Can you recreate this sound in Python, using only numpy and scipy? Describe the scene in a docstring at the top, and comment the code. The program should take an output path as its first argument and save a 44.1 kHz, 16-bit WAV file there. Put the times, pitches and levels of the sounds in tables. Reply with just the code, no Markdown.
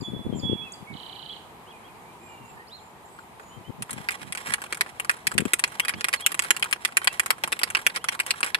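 """Gusts puff into two microphone ports while far traffic hums, and birds whistle, trill and chirp as gliding sines.
Then a spray can is handled with three faint ticks and shaken beside the street: its mixing ball clacks on damped
tin, ringing crowds of decaying modes, and rolling and splashing ring the same tin with dense ticks. Each clack
returns from the asphalt a few ms later and scatters nearby and along the street. The loudest clacks overload the
recorder. Gusts are band-passed random knocks; traffic is noise in third-octave bands."""
import sys
import numpy as np
from scipy import signal
from scipy.io import wavfile

SR = 44100
rng = np.random.default_rng(int(sys.argv[2]) if len(sys.argv) > 2 else 0)


def waveform_to_disk(signal):
    """Save audio, clipped to [-1, 1], as 16-bit WAV at the path in sys.argv[1]."""
    frames = np.transpose(np.atleast_2d(signal))
    scaled = np.clip(frames, -1, 1) * 32767
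    samples = np.round(scaled).astype(np.int16)
    wavfile.write(sys.argv[1], SR, samples)


N = 378819

# Gusts on the ports: start_s, length_s, level_db (low part, stronger port), left_minus_right_db
GUSTS = [(0, .041, -31, 10), (0.052, 0.18, -29.5, 14), (0.228, .28, -28.5, 22), (0.244, 0.039, -31.5, -18),
         (0.296, 0.11, -38, -2), (.456, 0.047, -31, -31), (0.48, 0.075, -24, 22), (.519, 0.05, -28.5, 10),
         (0.57, .108, -42.5, 14), (0.799, 0.041, -40.5, 10), (0.893, 0.082, -37.5, -17),
         (2.394, 0.064, -44, 7), (2.493, .114, -51, -3), (3.55, 0.082, -46, 22), (3.673, 0.039, -30.5, 24),
         (3.722, 0.14, -42, 27), (3.781, 0.066, -36, -32), (3.902, 0.14, -40.5, 21), (4.2, 0.13, -43, -17),
         (4.47, .087, -41, 1), (5.238, .056, -39, 18), (5.329, 0.075, -31, 28), (5.377, 0.11, -23.5, 32),
         (5.926, 0.075, -39, -2), (7.434, 0.064, -43, -15)]

# Spectrum of far traffic and air: frequency_hz, relative_level_db (per Hz)
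STREET_SPECTRUM = [(24, -42), (40, -10), (76, -2.5), (219, -1.5), (281, -6.5), (416, -0.5), (588, -9.5),
                   (830, 3.5), (1430, -10.5), (2520, -11.5), (2780, -16), (3220, -16), (5970, -28.5),
                   (8020, -20.5), (14500, -27.5)]
# Likeness of the street sound at the two ports: frequency_hz, correlation (-1 to 1)
STREET_LIKENESS = [(60, 0.31), (180, 0.78), (550, 0.83), (1650, -0.2), (4970, -0.000023), (15000, -0.081)]
STREET_DB = -47.5   # rms

# Long whistles of the near bird: start_s, length_s, pitch_hz (at the start), level_db
LONG_NOTES = [(0.024, 0.15, 3427, -35), (0.413, 0.225, 3383, -34.5)]
# Overtones of the long whistles: multiple, level_db (against the fundamental)
OVERTONES = [(3, -32)]
RISE_S, RISE_DB = .03, -22       # swell at the start: duration, starting level
SAG_HZ, SAG_DB = -14.5, -8       # change of pitch and level by the end
FALTER_AT, FALTER_WIDTH, FALTER_DB = 0.66, .1, -13   # one dip: two shares of the length, depth
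TRAIL_S, TRAIL_DB, TRAIL_END_DB = 0.29, -19, -37.5   # faint lingering: end after the note, first and last level

# One trill note: time_s (from its reference instant), pitch_hz, relative_level_db
TRILL_NOTE = [(-.012, 3450, -36), (-.008, 3700, -16), (-.001, 4200, -9.5), (0, 4850, -22),
              (.003, 3190, -2.5), (.008, 2950, -12.5), (.016, 2830, -23), (.02, 2730, -25)]
TRILL_COUNT, TRILL_START_S = 14, .9383
TRILL_GAP_S, TRILL_SLOWS_S = .0305, .00037   # first gap, widening per gap
TRILL_DB, TRILL_SWELL_DB, TRILL_ENDS_DB = -36, .15, -3   # base, rise per note, first and last note softer

# Hooked calls of a farther bird: top_s, level_db
HOOKS = [(1.714, -51), (1.875, -56), (5.845, -41.5), (5.999, -49), (6.245, -38.5), (8.054, -51)]
# Shape of the hooked call: time_s (from its top), pitch_hz, relative_level_db
HOOK = [(-.055, 2700, -14), (-.025, 3230, -3), (0, 3360, 0), (.014, 2500, -7), (.09, 2280, -12)]
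# Other far chirps: start_s, length_s, first_hz, last_hz, arch_hz, level_db
GLIDES = [(0, 0.077, 7170, 6930, 2, -55), (.008, 0.014, 5000, 4400, -100, -43),
          (0.321, 0.053, 3220, 3110, 2, -52), (0.349, 0.1, 7180, 6880, 50, -49.5),
          (0.393, .02, 5350, 4410, -250, -44), (0.483, 0.083, 2630, 2600, 218, -58),
          (0.562, .04, 2340, 2180, 100, -56), (0.614, 0.08, 2490, 2420, 222, -51),
          (0.719, 0.012, 6000, 9260, 0, -38), (0.733, 0.015, 4960, 4550, 0, -44),
          (.87, 0.073, 2190, 2117, 91, -45.5), (1.13, .04, 2300, 2300, 72, -58),
          (1.282, 0.064, 3000, 3000, 385, -44.5), (2.05, 0.084, 2285, 2420, -2, -60),
          (2.197, 0.31, 2490, 2320, -56, -58.5), (2.275, .28, 2870, 2610, 43.5, -61.5),
          (2.2, 0.16, 7350, 6900, 348, -61), (2.448, 0.12, 6730, 6800, 600, -62),
          (2.57, 0.064, 1740, 1970, 3, -50), (2.67, 0.026, 4000, 5600, 0, -54),
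          (2.694, .11, 2830, 3070, 1280, -51.5), (2.746, 0.17, 6940, 7130, 150, -65.5),
          (3.047, 0.19, 7000, 6950, 898, -62), (3.393, 0.19, 6700, 7060, 0, -63),
          (3.497, .09, 2890, 3130, 98, -58.5), (3.642, 0.071, 2900, 3170, 78, -57.5),
          (6.167, 0.028, 4360, 4150, 0, -47), (7.012, .04, 3050, 3080, 60, -50),
          (7.09, .03, 2600, 2720, 0, -44)]
# Level contour of a chirp at its start, each quarter and end: relative_level_db
GLIDE_DB = [-5, -0.5, 1.5, -2.5, -9.5]
NEAR_BIRD_PAN_DB, FAR_BIRD_PAN_DB, BIRD_LAG_S = -7.5, -4, 0.000309   # left minus right; left port late
NEAR_BIRD_ECHO, FAR_BIRD_ECHO = (0.53, -2.5), (.3, -7)   # t60_s, level_db
FAR_FLUTTER_DB = 3.0   # standard deviation

# Blows of the ball in the can, preceded by three faint ticks as the can is handled:
# time_s, strength_db, high_ring_db (added to the modes above 6 kHz)
CLACKS = [(3.188, -49, -12), (3.397, -45, -6), (3.432, -47, -9), (3.8225, -25, 1.5), (3.8942, -36, -5),
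          (3.9074, -32.5, 5.5), (3.93, -34, 6), (3.9792, -33.5, -6.5), (4.0868, -18, -12), (4.107, -27, 1),
          (4.1186, -32, 1), (4.215, -35.5, -17), (4.3232, -23, -1.5), (4.35, -29, 0), (4.3737, -26.5, -2.5),
          (4.4704, -34, -3), (4.4868, -34, -1), (4.52, -32, -4), (4.5372, -11.5, -6), (4.618, -34, 3.5),
          (4.639, -33.5, 1.5), (4.6629, -37.5, -2), (4.725, -20, -1.5), (4.746, -33.5, 2), (4.7717, -37, 4),
          (4.8092, -12, -4), (4.8619, -39.5, -9), (4.9982, -23.5, 2.5), (5.0469, -33.5, 2),
          (5.095, -12, -6), (5.1112, -30, 3), (5.1676, -46, 4), (5.2693, -13.5, -1.5), (5.3161, -31.5, 2),
          (5.3397, -37, 6), (5.3794, -10, -6), (5.404, -28, 1.5), (5.4532, -30.5, 2), (5.5341, -12, 4),
          (5.5934, -22.5, 3), (5.6386, -9.5, -9), (5.677, -39.5, 9), (5.7214, -43, 4), (5.7525, -39, -4),
          (5.7975, -13, -2.5), (5.8493, -23.5, -2.5), (5.882, -15.5, -6), (5.8931, -19.5, -2.5),
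          (5.9375, -23.5, -29), (6.0086, -23.5, -4), (6.0431, -16, -1.5), (6.0847, -24, 3),
          (6.1287, -21, -6), (6.1372, -12, -7), (6.208, -36, 5), (6.263, -9, 0.5), (6.3183, -25, 3.5),
          (6.3438, -25, 0.5), (6.3922, -14, -0.5), (6.4217, -26, 1.5), (6.4368, -28, 0), (6.4467, -31, 0),
          (6.5056, -7, -2.5), (6.5651, -24, 1.5), (6.596, -34, 5), (6.6252, -12, -7.5),
          (6.6422, -25.5, -0.5), (6.7111, -30.5, 5), (6.727, -11.5, -7.5), (6.8494, -10.5, -6),
          (6.8757, -38, -1), (6.9223, -38.5, -5), (6.9695, -10, -1.5), (7.0167, -36, -14),
          (7.044, -28.5, 5), (7.0728, -8, -7), (7.1278, -36, 5), (7.196, -11.5, -0.5), (7.2604, -23.5, 3.5),
          (7.3046, -9.5, -2.5), (7.3816, -41, -2), (7.437, -12.5, -7.5), (7.4753, -34.5, 5.5),
          (7.52, -24.5, 1), (7.5256, -13.5, -7.5), (7.5917, -22.5, -1.5), (7.6148, -27, -7.5),
          (7.633, -9.5, -6.5), (7.6758, -36, -10), (7.7018, -28, 3.5), (7.7493, -11, -13),
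          (7.7691, -24, -5), (7.79, -36, -6), (7.815, -36, -2), (7.8653, -10.5, -3), (7.8993, -31, -15),
          (7.95, -35, 1), (7.9606, -17, -8), (7.969, -22.5, -10), (8.0418, -25, -1), (8.0859, -11.5, -8.5),
          (8.123, -33, -1), (8.15, -36, 1), (8.192, -24, -7), (8.2002, -14, -5.5), (8.264, -29, 4),
          (8.287, -41, -12), (8.3071, -10.5, -5), (8.4052, -32, 5.5), (8.4298, -15.5, -5.5),
          (8.444, -25.5, 0), (8.4623, -30, 0), (8.4736, -33, -17), (8.5456, -12.5, -8.5)]
# Tin held in the hand and damped by paint, each row a crowd of close modes: pitch_hz, level_db, t60_s
TIN = [(374, -25.5, 0.055), (508, -26.5, 0.023), (860, -22, 0.014), (1172, -8.5, 0.016),
       (1541, -9.5, 0.028), (2000, -2, 0.0082), (2452, -7, 0.015), (2790, -9.5, 0.0076), (3210, -15, 0.033),
       (3877, -6.5, 0.0043), (4610, -7.5, 0.0049), (5293, -8.5, 0.0046), (6360, -16, 0.0072),
       (6850, -8, 0.0038), (7830, -6, 0.0064), (8330, -5, 0.0066), (9145, -0.5, 0.0045), (9890, -4, 0.0067),
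       (10910, -7, 0.0042), (11580, -3, 0.0021), (13380, -9, 0.0038), (15460, -21, 0.004)]
# Balance of the tin between the ports: frequency_hz, left_minus_right_db
TIN_BALANCE = [(700, -3.5), (1300, -0.5), (2400, -3.5), (4400, 3), (8000, -1), (14000, 9.5)]
CROWD, TIN_DB, SWELL_S = 4, 3.5, 0.00062   # modes per crowd, overall gain, onset time
# Low ring of a blow, relatively stronger for light blows: offset, db per dB of strength, standard deviation
LOW_RING_DB, LOW_RING_PER_DB, LOW_RING_SPREAD_DB = -11, -0.47, 3.0
STRONG_DB = -16   # blows above this bounce
BOUNCE_S, BOUNCE_SPREAD_S, BOUNCE_LEVEL_DB, BOUNCE_CHANCE_DB = 0.038, 0.0083, -43, 3.0   # means and spreads
GROUND_S, GROUND_DB = .0036, -5   # echo from the asphalt
PORT_LAG_S = .00027   # the can reaches the right port late
NEAR_T60_S, NEAR_DB = 0.021, -2.5   # hand, body and car scatter the clack
FAR_T60_S, FAR_DB = 0.1, -18.5      # then the street

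# The ball rolls along the wall and the paint splashes: start_s, length_s, level_db
ROLLS = [(3.88, 0.16, -51), (4.0, .09, -52), (4.1, 0.067, -42.5), (4.18, 0.068, -46.5), (4.37, 0.054, -41),
         (4.45, 0.12, -35.5), (4.86, 0.047, -49.5), (5.16, 0.04, -57), (5.47, 0.043, -44),
         (5.71, 0.058, -45), (5.89, 0.031, -40), (5.97, 0.051, -50), (6.14, 0.031, -36.5),
         (6.19, 0.043, -39), (6.42, 0.084, -44), (7.12, .05, -41), (7.76, 0.078, -47), (7.94, 0.051, -37.5),
         (8.11, .05, -39), (8.2, 0.026, -39), (8.27, 0.049, -37), (8.35, 0.056, -44.5), (8.43, 0.082, -36)]
RATTLE = (3.8, 4.79, -52)   # faint long splash while shaking: start_s, length_s, level_db

CUTOFF_HZ = 15200   # start of the stop band


def from_db(db):
    """Decibels are twenty times the logarithm of an amplitude ratio."""
    return 10 ** (np.asarray(db) / 20)


def rms_one(x):
    """Division by the root mean square gives unit power."""
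    return x / np.sqrt(np.mean(x ** 2) + 1e-20)


def at_hz(points, hz):
    """A spectrum is interpolated linearly over logarithmic frequency."""
    points = np.array(points)
    return np.interp(np.log(hz), np.log(points[:, 0]), points[:, 1])


def drift(rate_hz):
    """Noise through two equal real poles wanders slowly; its rms is one."""
    step = 40   # samples between computed values
    pole = np.exp(-2 * np.pi * rate_hz * step / SR)
    noise = rng.standard_normal(N // step + 2002)
    slow = signal.lfilter([1], [1, -2 * pole, pole * pole], noise)[2000:]
    return np.interp(np.arange(N) / step, np.arange(len(slow)), rms_one(slow))


def band(x, low_hz, high_hz):
    """A band-pass filter keeps the energy between two corner frequencies."""
    return signal.sosfilt(signal.butter(2, [low_hz, high_hz], "band", fs=SR, output="sos"), x)


def spans(rows, edge=0.5):
    """Envelopes superpose: one smooth hump per (start_s, length_s, level_db)."""
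    out = np.zeros(N)
    for start, length, level_db in rows:
        i, j = max(0, int(start * SR)), min(N, int((start + length) * SR))
        out[i:j] += from_db(level_db) * signal.windows.tukey(j - i, edge)
    return out


def scattered(x, t60, level_db):
    """Diffuse reflection: dense echoes decay exponentially, independently at each port."""
    t = np.arange(int(t60 * SR)) / SR
    decay = from_db(-60 * t / t60)
    noise = rng.standard_normal((2, len(t)))
    echoes = rms_one(noise * decay) / np.sqrt(len(t))
    return from_db(level_db) * signal.fftconvolve(x, echoes, axes=1)[:, :N]


def gusts():
    """Turbulent pressure: eddies knock each port separately as low pulses, brighter when strong."""
    out = np.zeros((2, N))
    for port in range(2):
        knocks = rng.random(N) < 380.0 / SR   # 380 per second on average
        eddies = knocks * rng.standard_normal(N) * from_db(2.0 * drift(16))
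        soft = rms_one(band(eddies, 93, 239))
        sharp = rms_one(band(band(eddies, 136, 385), 102, 660))
        sign = 2 * port - 1
        rows = [(start, length, level_db - max(0, pan_db * sign)) for start, length, level_db, pan_db in GUSTS]
        gain = spans(rows)
        out[port] = gain * (soft + 8.3 * gain * sharp)   # the sharp part grows with the square
    return out


def street():
    """Partial coherence: third-octave noise bands share a mid part and oppose a side part at the ports."""
    out, together = 0, drift(1.5)
    edges = 40 * 2 ** np.arange(0, 8.7, 1 / 3)
    white = rng.standard_normal((2, 2, N))
    for k, (low, high) in enumerate(zip(edges, edges[1:])):
        mid, side = band(white[k % 2], low, high)
        hz = np.sqrt(low * high)
        alike = np.clip(at_hz(STREET_LIKENESS, hz), -1, 1)
        flicker_db = .6 * together + .9 * drift(10)
        gain = from_db(at_hz(STREET_SPECTRUM, hz) + flicker_db)
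        out = out + gain * (np.sqrt(1 + alike) * mid + np.sqrt(1 - alike) * side * [[1], [-1]])
    return from_db(STREET_DB) * rms_one(out)


def note(out, rows, overtones=()):
    """Phase is the integral of frequency: adds to out a whistle along (time_s, pitch_hz, level_db)."""
    s, hz, level_db = np.transpose(rows)
    i = np.arange(int(s[0] * SR), int(s[-1] * SR))
    phase = 2 * np.pi * np.cumsum(np.interp(i / SR, s, hz)) / SR
    tone = np.sin(phase) + sum(from_db(db) * np.sin(k * phase) for k, db in overtones)
    fade = signal.windows.tukey(len(i), min(1, 0.0051 * SR / len(i)))
    level = from_db(np.interp(i / SR, s, level_db))
    return out + np.bincount(i, np.sqrt(2) * tone * fade * level, N)   # root two makes the level rms


def long_note(start, length, hz, level_db):
    """Amplitude and frequency contour: a swell, a sag with one falter, a faint trail."""
    share = np.array([RISE_S / length, FALTER_AT - FALTER_WIDTH, FALTER_AT, FALTER_AT + FALTER_WIDTH, 1])
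    falter_db = FALTER_DB * (share == FALTER_AT)
    body = np.transpose([length * share, SAG_HZ * share, SAG_DB * share + falter_db])
    trail = [(length + 0.0054, SAG_HZ, TRAIL_DB), (length + TRAIL_S, SAG_HZ, TRAIL_END_DB)]
    return np.vstack([(0, 0, RISE_DB), body, trail]) + [start, hz, level_db]


def glide(start, length, first_hz, last_hz, arch_hz, level_db):
    """Frequency modulation: a straight slide in pitch carries a half-sine arch."""
    u = np.linspace(0, 1, 17)
    pitch = first_hz + (last_hz - first_hz) * u + arch_hz * np.sin(np.pi * u)
    shape_db = np.interp(u, np.linspace(0, 1, len(GLIDE_DB)), GLIDE_DB)
    return np.transpose([start + length * u, pitch, level_db + shape_db])


def ports(x, pan_db, lag_s):
    """Direction gives a level difference between the ports, and a lead of the right one."""
    late = np.interp(np.arange(N) - lag_s * SR, np.arange(N), x)
    return np.array([late, x]) * from_db([[pan_db / 2], [-pan_db / 2]])


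def birds():
    """Propagation: near whistles and trill echo among houses; far calls also flutter in turbulent air."""
    near, far = np.zeros((2, N))
    for row in LONG_NOTES:
        near = note(near, long_note(*row), OVERTONES)
    for row in GLIDES:
        far = note(far, glide(*row))
    for k in range(TRILL_COUNT):
        s = TRILL_START_S + TRILL_GAP_S * k + TRILL_SLOWS_S * k * (k - 1) / 2
        level_db = TRILL_DB + TRILL_SWELL_DB * k + TRILL_ENDS_DB * (k in (0, TRILL_COUNT - 1))
        near = note(near, np.array(TRILL_NOTE) + [s, 0, level_db])
    for s, level_db in HOOKS:
        far = note(far, np.array(HOOK) + [s, 0, level_db])
    near = ports(near, NEAR_BIRD_PAN_DB, BIRD_LAG_S)
    far = ports(far * from_db(FAR_FLUTTER_DB * drift(40)), FAR_BIRD_PAN_DB, BIRD_LAG_S)
    return near + scattered(near, *NEAR_BIRD_ECHO) + far + scattered(far, *FAR_BIRD_ECHO)


def blows():
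    """Impact and rebound: strong clacks bounce faintly, and light blows have relatively more low ring."""
    s, body_db, high_db = np.transpose(CLACKS)
    luck = rng.standard_normal((len(s), 4))
    strong = body_db > STRONG_DB
    low_db = LOW_RING_DB + LOW_RING_PER_DB * body_db + LOW_RING_SPREAD_DB * luck[:, 0]
    bounce_db = BOUNCE_LEVEL_DB + BOUNCE_CHANCE_DB * luck[:, 1]
    bounce_low_db = LOW_RING_DB + LOW_RING_PER_DB * bounce_db + LOW_RING_SPREAD_DB * luck[:, 2]
    bounce_s = s + BOUNCE_S + BOUNCE_SPREAD_S * luck[:, 3]
    bounces = np.array([bounce_s, bounce_db, bounce_low_db, high_db])
    return np.hstack([[s, body_db, low_db, high_db], bounces[:, strong]])


def tin():
    """Modal synthesis: each blow rings crowds of modes, shifted by moving paint, with new scatter each time."""
    s, body_db, low_db, high_db = blows()
    hz, mode_db, t60 = np.repeat(np.transpose(TIN), CROWD, axis=1)
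    low, high = hz < 1700, hz > 6000
    luck = rng.standard_normal((len(s), 8, len(hz)))
    scatter = rng.standard_normal((len(s), 2, 2000))
    near_t = np.arange(2000) / SR
    near = from_db(-60 * near_t / NEAR_T60_S) * (1 - np.exp(-(near_t / .005) ** 2))
    near = from_db(NEAR_DB) * near / np.linalg.norm(near)
    t, out = np.arange(1000)[:, None] / SR, np.zeros((2, N + 4000))
    fade = from_db(-60 * t / t60) * (1 - np.exp(-(t / SWELL_S) ** 2))
    fade = fade * (.3 + np.exp(-(t / .0017) ** 2))   # a first burst until the paint closes over the spot
    for k in range(len(s)):
        pitch, phase = hz * (1 + .06 * luck[k, 0]), 9 * luck[k, 1]
        colour_db = TIN_DB + body_db[k] + mode_db + low * low_db[k] + high * high_db[k]
        for port in range(2):
            port_phase = phase + 0.69 * luck[k, 6 + port]   # ports see other sides of the shell
            modes = fade * np.sin(2 * np.pi * pitch * t + port_phase)
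            side_db = colour_db + at_hz(TIN_BALANCE, hz) * (.5 - port)
            direct = modes @ from_db(side_db + 2 * luck[k, 2 + port])
            ground = modes @ from_db(side_db + GROUND_DB + 2 * luck[k, 4 + port])
            nearby = signal.fftconvolve(direct, near * scatter[k, port])
            at = round((s[k] + port * PORT_LAG_S) * SR)
            for delay, sound in [(0, direct), (GROUND_S, ground), (0, nearby)]:
                i = at + round(delay * SR)
                out[port, i:i + len(sound)] += sound
    return out[:, :N]


def ring(clicks, hz, t60):
    """Impulse response of a resonator: a unit click sets a decaying sine of initial height 1 ringing."""
    r, w = from_db(-60 / (t60 * SR)), 2 * np.pi * hz / SR
    return signal.lfilter([0, np.sin(w)], [1, -2 * r * np.cos(w), r * r], clicks + 1e-18)


def rolls():
    """Random excitation: dense uneven ticks drive the tin modes, which the wet contact damps further."""
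    born = rng.random((2, N)) < 1500 * from_db(3.5 * drift(40)) / SR
    ticks = born * rng.laplace(size=(2, N)) * from_db(2 * drift(60))
    ticks[1] = np.roll(ticks[0], round(PORT_LAG_S * SR)) + 0.85 * ticks[1]
    ticks = ticks + from_db(GROUND_DB) * np.roll(ticks, round(GROUND_S * SR), axis=1)
    rings = 0
    for k, (hz, mode_db, t60) in enumerate(TIN):
        gain = from_db(mode_db - 3.0 * (hz > 6000)) * (-1) ** k   # neighbouring modes alternate in sign
        rings = rings + gain * ring(ticks, hz, 0.45 * t60)
    level = spans(ROLLS) + spans([RATTLE], edge=.05) * from_db(4 * drift(12))
    return level * rms_one(band(rings, 490, 14300)) * from_db([[-1.2], [1.2]])


def can():
    """Radiation efficiency: the small can radiates no bass; the street scatters its clacks and rolls."""
    dry = signal.sosfilt(signal.butter(2, 250, "high", fs=SR, output="sos"), tin() + rolls())
    return dry + scattered(dry, FAR_T60_S, FAR_DB)


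def scene():
    """Superposition: the pressures of all sources add at the two ports."""
    return gusts() + street() + birds() + can()


def record(dry):
    """Overload: peaks clip at full scale, between two low-pass filters that cut the top."""
    cut = signal.sosfilt(signal.cheby2(12, 45, CUTOFF_HZ, fs=SR, output="sos"), dry)
    full = np.clip(cut, -1, 1)
    return signal.sosfilt(signal.cheby2(10, 60, CUTOFF_HZ + 1500, fs=SR, output="sos"), full)


dry = scene()
out = record(dry)
waveform_to_disk(out)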